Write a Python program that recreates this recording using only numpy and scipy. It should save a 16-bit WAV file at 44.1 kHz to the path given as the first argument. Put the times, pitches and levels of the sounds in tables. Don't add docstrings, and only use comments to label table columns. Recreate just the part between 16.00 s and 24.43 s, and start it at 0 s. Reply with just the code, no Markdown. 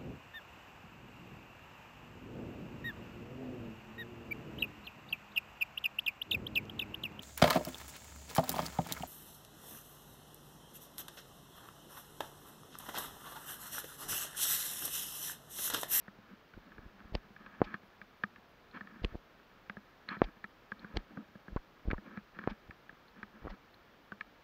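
import sys
import numpy as np
from scipy import signal
from scipy.fft import rfft, irfft, next_fast_len
from scipy.io import wavfile

SR = 44100
rng = np.random.default_rng(int(sys.argv[2]) if len(sys.argv) > 2 else 0)


def waveform_to_disk(signal):
    frames = np.transpose(np.atleast_2d(signal))
    scaled = np.clip(frames, -1, 1) * 32767
    samples = np.round(scaled).astype(np.int16)
    wavfile.write(sys.argv[1], SR, samples)


N = 371763
TIME_S = np.arange(N) / SR
HIT_TIME_S = np.arange(SR // 8) / SR


def from_db(db):
    return 10 ** (np.asarray(db) / 20)


def unit_rms(x):
    return x / np.sqrt(np.mean(x ** 2) + 1e-30)


def unit_peak(x):
    return x / np.max(np.abs(x))


def add(out, time_s, sound):
    at = round(time_s * SR)
    out[at:at + len(sound)] += sound[:N - at]


def butter(x, hz, kind, order=2):
    sos = signal.butter(order, np.clip(hz, 5, .45 * SR), kind, fs=SR, output="sos")
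    return signal.sosfilt(sos, x + 1e-18)


def resonate(x, hz, width_hz):
    r = np.exp(-np.pi * width_hz / SR)
    feedback = [1, -2 * r * np.cos(2 * np.pi * hz / SR), r * r]
    return signal.lfilter(np.array([1, 0, -1]) * (1 - r * r) / 2, feedback, x)


def coloured_noise(samples, spectrum):
    hz, db = np.transpose(spectrum)
    size = next_fast_len(samples)
    bins_hz = np.maximum(np.fft.rfftfreq(size, 1 / SR), 1)
    gain = from_db(np.interp(np.log(bins_hz), np.log(hz), db))
    return unit_rms(irfft(rfft(rng.standard_normal(samples), size) * gain, size)[:samples])


def stick_slip(per_s, spread_db):
    clicks = (rng.random(N) < per_s / SR) * rng.choice([-1, 1], N)
    return clicks * from_db(spread_db * np.minimum(rng.exponential(1, N), 3))


def swells(rows):
    power = np.zeros(N)
    for time_s, half_s, db in rows:
        near = slice(max(0, int((time_s - 4 * half_s) * SR)), int((time_s + 4 * half_s) * SR))
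        power[near] += from_db(2 * db) * np.exp(-2 * ((TIME_S[near] - time_s) / half_s) ** 2)
    return np.sqrt(power)


# (frequency [Hz], relative density [dB])
AIR_SPECTRUM = [(12, -16), (30, 4), (80, -2), (200, 0.5), (330, -1), (600, -2.5), (1250, -4.5), (2000, -9),
                (3200, -13), (5000, -20), (6500, -27), (8500, -39.5), (12000, -68)]
# (frequency [Hz], width [Hz], level [dB])
HOLLOW_MODE = (1400, 35, -82)
# (frequency [Hz], relative density [dB])
HISS_SPECTRUM = [(5000, -28.5), (8000, -8.5), (10000, -4.5), (12000, 0), (14000, 6.5), (15500, 6)]


def air(valley_db=-62.5, hiss_db=-80.5):
    hz, width_hz, hollow_db = HOLLOW_MODE
    valley = from_db(valley_db) * coloured_noise(N, AIR_SPECTRUM)
    hollow = from_db(hollow_db) * unit_rms(resonate(rng.standard_normal(N), hz, width_hz))
    hiss = from_db(hiss_db) * coloured_noise(N, HISS_SPECTRUM)
    return valley + hollow + hiss


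# (start [s], end [s])
CRICKET_BOUTS = [(1.89, 2.7), (6.77, 8.2)]


def crickets(wing_hz=11450, width_hz=900, period_s=.32, jitter_s=.03, half_s=.026, level_db=-89):
    buzz = resonate(resonate(rng.standard_normal(N), wing_hz, width_hz), wing_hz, 2 * width_hz)
    times_s = np.concatenate([np.arange(start_s, end_s, period_s) for start_s, end_s in CRICKET_BOUTS])
    chirps = [(time_s + rng.normal(0, jitter_s), half_s, level_db) for time_s in times_s]
    return unit_rms(buzz) * swells(chirps)


# (frequency [Hz], width [Hz], gain [dB])
GEAR_MODES = [(96, 53, -13), (202.5, 28.8, -2.5), (348, 104, -14.5), (500, 250, -13), (1088, 168, -11.5),
              (1285, 63, -7), (1661, 210, 0.5), (1840, 198, -2), (2290, 192, -3.5), (3400, 300, -8),
              (4170, 280, -6), (4800, 490, -30)]
MAIN_MODE = 6
# thud, ring bottom, ring top, upper ring, edge (frequency [Hz])
STRIKE_BANDS_HZ = [500, 1000, 1900, 2400, 3200]


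def strike(pitch_hz, band_db, chatter_s=.0045, energy_s=.016):
    force = .14 * rng.standard_normal(len(HIT_TIME_S)) * np.exp(-(HIT_TIME_S / chatter_s) ** 2)
    force[0] += 2
    out = 0
    for k, (hz, width_hz, mode_db) in enumerate(GEAR_MODES):
        gain = from_db(mode_db + np.interp(hz, STRIKE_BANDS_HZ, band_db))
        if abs(k - MAIN_MODE) <= 1:
            hz = hz * pitch_hz / GEAR_MODES[MAIN_MODE][0]
        ring = resonate(force, hz, width_hz)
        through_wall = resonate(ring, hz, 5.2 * width_hz)
        out = out + (-1) ** k * gain * unit_rms(through_wall)
    return butter(out * np.sqrt(energy_s / HIT_TIME_S[-1]), 5500, "low", order=4)


def clack(pitch_hz, ring_db, thud_db, bright_db):
    edge_db = ring_db - 15.5 + .4 * bright_db
    return strike(pitch_hz, [thud_db, ring_db, ring_db, ring_db + bright_db, edge_db])


def jostle(per_s=2, pitch_hz=1560, ring_db=-70, thud_db=-61, spread_db=2):
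    out = np.zeros(N)
    for k in range(int(per_s * N / SR)):
        time_s = (k + rng.random()) / per_s
        levels_db = rng.normal([ring_db, thud_db], spread_db)
        add(out, time_s, clack(pitch_hz, *levels_db, bright_db=-12))
    return out


def strokes(rows, attack_s=.015, swell_db=4.5, release_s=.012):
    power = np.zeros(N)
    t = TIME_S[:SR]
    for start_s, length_s, end_db in rows:
        gate = np.minimum(t / attack_s, 1) * np.exp(-np.maximum(t - length_s, 0) / release_s)
        pull = from_db(end_db + swell_db * (np.minimum(t / length_s, 1) - 1))
        add(power, start_s, (gate * pull) ** 2)
    return np.sqrt(power)


def grip(rate_hz, depth_db):
    waver = unit_rms(butter(rng.standard_normal(N), rate_hz, "low"))
    return unit_rms(from_db(depth_db * np.clip(waver, -2, 2)))


# (start [s], length [s], rasp [dB], shudder [dB])
SLIDE_STROKES = [(0.23, 0.11, -67, -58.5), (0.606, 0.65, -72, -62), (1.39, 0.33, -58.5, -58),
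                 (1.659, 0.09, -49.5, -51), (2.729, 0.05, -48.5, -53.5), (2.818, 0.32, -62, -58),
                 (4.076, 0.077, -41.5, -47.5), (4.169, 0.12, -59.5, -55), (4.756, 0.25, -63, -54.5),
                 (5.093, 0.12, -69, -50.5), (5.485, 0.025, -78, -50), (6.018, 0.16, -60, -50),
                 (6.34, 0.18, -57, -53.5), (7.154, 0.053, -62, -56), (7.351, 0.19, -64, -58)]


def slides(rest_rasp_db=-73, tilt_db_per_octave=-13):
    slips = stick_slip(per_s=3500, spread_db=2.5) * grip(rate_hz=14, depth_db=2.5)
    body = 0
    for k, (hz, width_hz, mode_db) in enumerate(GEAR_MODES):
        gain = from_db(mode_db + tilt_db_per_octave * np.log2(max(hz / 1100, 1)))
        body = body + (-1) ** k * gain * unit_rms(resonate(slips, hz, width_hz))
    rasp = unit_rms(butter(butter(body, 1000, "high", order=4), 4800, "low", order=4))
    shudder = unit_rms(butter(butter(body, 215, "high", order=4), 470, "low", order=4))
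    rows = np.array(SLIDE_STROKES)
    rasp_gain = strokes(rows[:, [0, 1, 2]]) + from_db(rest_rasp_db)
    shudder_gain = strokes(rows[:, [0, 1, 3]]) * grip(rate_hz=22, depth_db=3.5)
    return rasp * rasp_gain + shudder * shudder_gain


# (time [s], pitch [Hz], ring [dB], thud [dB], brightness re ring [dB])
CABLE_CLACKS = [(0.08, 1640, -54, -48.5, -20), (0.1853, 1480, -69, -54, -15),
                (0.537, 1400, -58.5, -59, -10), (0.7188, 1580, -60.5, -61, -10),
                (0.7812, 1540, -57, -50, -11), (1.0037, 1410, -58, -75, -12), (1.303, 1630, -75, -55, -10),
                (1.363, 1620, -56, -63, -9), (1.4623, 1540, -55, -55, -6),
                (1.7416, 1600, -41.5, -45.5, -11.5), (2.015, 1600, -52.5, -56.5, -3),
                (2.2365, 1596, -34, -39.5, -15.5), (2.36, 1640, -58.5, -71, -3),
                (2.8084, 1650, -47.5, -47.5, -15), (2.8722, 1620, -55, -69, -10),
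                (3.6969, 1610, -43.5, -46.5, -5.5), (3.7686, 1620, -52.5, -45.5, -22),
                (4.0876, 1690, -45.5, -49, -2), (4.1672, 1700, -55, -46, -25),
                (4.4413, 1705, -45.5, -50.5, -8), (4.7183, 1575, -42.5, -46.5, -17),
                (4.8453, 1520, -50, -49.5, -21), (5.172, 1520, -52.5, -42, -28),
                (5.3537, 1560, -62.5, -48, -20), (5.481, 1590, -56, -48, -19),
                (5.903, 1560, -46.5, -41, -10), (5.912, 1680, -41.5, -45, 1), (5.98, 1620, -54, -46, -19),
                (6.1734, 1640, -51, -43, -8), (6.3885, 1640, -46.5, -44.5, -9),
                (6.438, 1640, -51, -48.5, -11), (6.7079, 1680, -53.5, -66, -2.5),
                (6.8934, 1620, -52.5, -63, -15), (7.2298, 1620, -45.5, -48, -11),
                (8.1198, 1470, -45, -46, -24), (8.209, 1640, -44, -59, 0.5)]
# (time [s], strike level [dB])
GATE_TICKS = [(2.712, -65), (4.0883, -44.5), (4.1895, -65), (4.794, -60), (7.082, -65.5), (7.742, -63)]


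def karabiners(spring_hz=4250, spring_width_hz=1100, spring_gain_db=2):
    out = np.zeros(N)
    for time_s, pitch_hz, ring_db, thud_db, bright_db in CABLE_CLACKS:
        add(out, time_s, clack(pitch_hz, ring_db, thud_db, bright_db))
    for time_s, db in GATE_TICKS:
        tick = strike(GEAR_MODES[MAIN_MODE][0], band_db=db + np.array([-8, -8, -8, -4, 0]))
        add(out, time_s, from_db(spring_gain_db) * resonate(tick, spring_hz, spring_width_hz))
    return out


# (frequency [Hz], relative density [dB])
PLASTIC_SPECTRUM = [(150, -8), (550, 13), (850, 13.5), (1200, -2), (2100, 6.5), (3800, 0.5), (5200, -5),
                    (6500, -22), (9000, -32), (11500, -35), (12500, -65)]


def brushes(rows):
    return swells(rows) * butter(coloured_noise(N, PLASTIC_SPECTRUM), 7500, "low")


# (time [s], level [dB])
MOUNT_SNAPS = [(1.151, -25), (3.046, -24), (4.9697, -25), (5.9125, -42)]


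def mount(rise_s=.0009, decay_s=.0014, energy_s=.00062, creak_lead_s=.005, creak_gain_db=-27):
    out = brushes([(time_s - creak_lead_s, .0089, db + creak_gain_db) for time_s, db in MOUNT_SNAPS])
    envelope = (1 - np.exp(-HIT_TIME_S / rise_s)) * np.exp(-HIT_TIME_S / decay_s)
    for time_s, db in MOUNT_SNAPS:
        snap = unit_rms(envelope * coloured_noise(len(HIT_TIME_S), PLASTIC_SPECTRUM))
        add(out, time_s, from_db(db) * snap * np.sqrt(energy_s / HIT_TIME_S[-1]))
    return out


def scuffs(rows):
    hollow = resonate(stick_slip(per_s=900, spread_db=3.5), hz=420, width_hz=400)
    return swells(rows) * unit_rms(butter(hollow, 850, "low", order=4))


def bump(level_db, release_ms, hardness_hz, leak=.046, rattle_s=.0039, wall_hz=3000):
    release_s = release_ms / 1000
    push = butter(np.exp(-HIT_TIME_S / release_s), leak / release_s, "high")
    pop = from_db(-3) * resonate(push, hz=350, width_hz=340)
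    shake = rng.standard_normal(len(HIT_TIME_S)) * HIT_TIME_S * np.exp(-2 * HIT_TIME_S / rattle_s)
    rattle = from_db(-20) * unit_peak(resonate(shake, hz=600, width_hz=400))
    pressure = butter(butter(push + pop + rattle, hardness_hz, "low"), wall_hz, "low")
    grind = min(release_s * hardness_hz / 2, 1) ** 2
    grit = from_db(-24) * grind * unit_peak(butter(shake, wall_hz, "low", order=3))
    return from_db(level_db) * butter(unit_peak(pressure) + grit, 6000, "low", order=3)


def sway(time_s, level_db, half_s, hz=36):
    return swells([(time_s, half_s, level_db)]) * np.sin(2 * np.pi * hz * (TIME_S - time_s))


# (time [s], level [dB], release [ms], hardness [Hz], sway [dB])
STRAP_TUGS = [(0.576, -40.5, 0.56, 300, -49), (0.791, -41, 2.3, 490, -56), (0.863, -42, 2.3, 280, -49),
              (1.055, -43.5, 2.1, 300, -62), (1.153, -23.5, 2.5, 563, -33), (3.049, -23, 3.0, 450, -30.5),
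              (3.154, -28.5, 1.9, 795, -45), (4.972, -24, 2.3, 520, -32), (5.53, -39, 3.4, 300, -41),
              (5.884, -24.5, 3.6, 280, -29), (6.696, -41, 1.3, 258, -67), (7.4513, -32, 2.3, 1100, -49)]


def tugs(take_up_lead_s=.03, touch_lead_s=.00747, settle_lag_s=.022):
    out = brushes([(time_s, .031, db - 42) for time_s, db, *_ in STRAP_TUGS])
    out += scuffs([(time_s - .008, .018, db - 28) for time_s, db, *_ in STRAP_TUGS])
    for time_s, db, release_ms, hardness_hz, sway_db in STRAP_TUGS:
        add(out, time_s - take_up_lead_s, bump(db - 13.5, release_ms=4, hardness_hz=230))
        add(out, time_s - touch_lead_s, bump(db - 6.5, release_ms=1.7, hardness_hz=hardness_hz))
        add(out, time_s, -bump(db, release_ms, hardness_hz))
        out -= sway(time_s, sway_db, half_s=.0094)
        out -= sway(time_s + settle_lag_s, sway_db - 14, half_s=.022)
    return out


# (time [s], level [dB], release [ms], hardness [Hz], graze [dB],
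# clatter [dB], rebound delay [s], strap brush [dB], sway [dB])
HOUSING_KNOCKS = [(1.617, -9.5, 0.4, 1070, -32, -42, 0.031, -48.5, -48),
                  (4.2181, -7.5, 0.38, 1700, -44, -46, .024, -46.5, -35.5),
                  (5.5622, -20, 2.5, 720, -60, -33.5, 0.016, -72, -51),
                  (5.932, -20, 2, 756, -34, -38, .021, -77, -39),
                  (6.475, -15.5, 0.55, 1680, -44, -41, .029, -48.5, -43.5),
                  (7.4706, -30, 0.45, 1200, -33, -37, .034, -51.5, -41)]


def knocks(graze_lead_s=.011, clatter_lag_s=.0081, clatter_half_s=.0051, sway_lag_s=.008):
    out = brushes([(time_s + rebound_s, .0093, brush_db)
                   for time_s, *_, rebound_s, brush_db, _ in HOUSING_KNOCKS])
    burst = np.exp(-((HIT_TIME_S - clatter_lag_s) / clatter_half_s) ** 2)
    for knock in HOUSING_KNOCKS:
        time_s, db, release_ms, hardness_hz, graze_db, clatter_db, rebound_s, _, sway_db = knock
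        ring = resonate(burst * rng.standard_normal(len(HIT_TIME_S)), hz=1080, width_hz=650)
        clatter = from_db(clatter_db) * unit_peak(butter(ring, 1700, "low", order=4))
        add(out, time_s - graze_lead_s, bump(graze_db, release_ms=1.8, hardness_hz=1200))
        add(out, time_s, bump(db, release_ms, hardness_hz) + clatter)
        out += sway(time_s + rebound_s + sway_lag_s, sway_db, half_s=.019)
    return out


def scene():
    background = air() + crickets()
    gear = jostle() + slides() + karabiners()
    housing = mount() + tugs() + knocks()
    return (background + gear + housing)[None]


def record(dry, cutoff_hz=15600):
    return signal.sosfilt(signal.ellip(10, .2, 70, cutoff_hz, fs=SR, output="sos"), dry)


dry = scene()
out = record(dry)
waveform_to_disk(out)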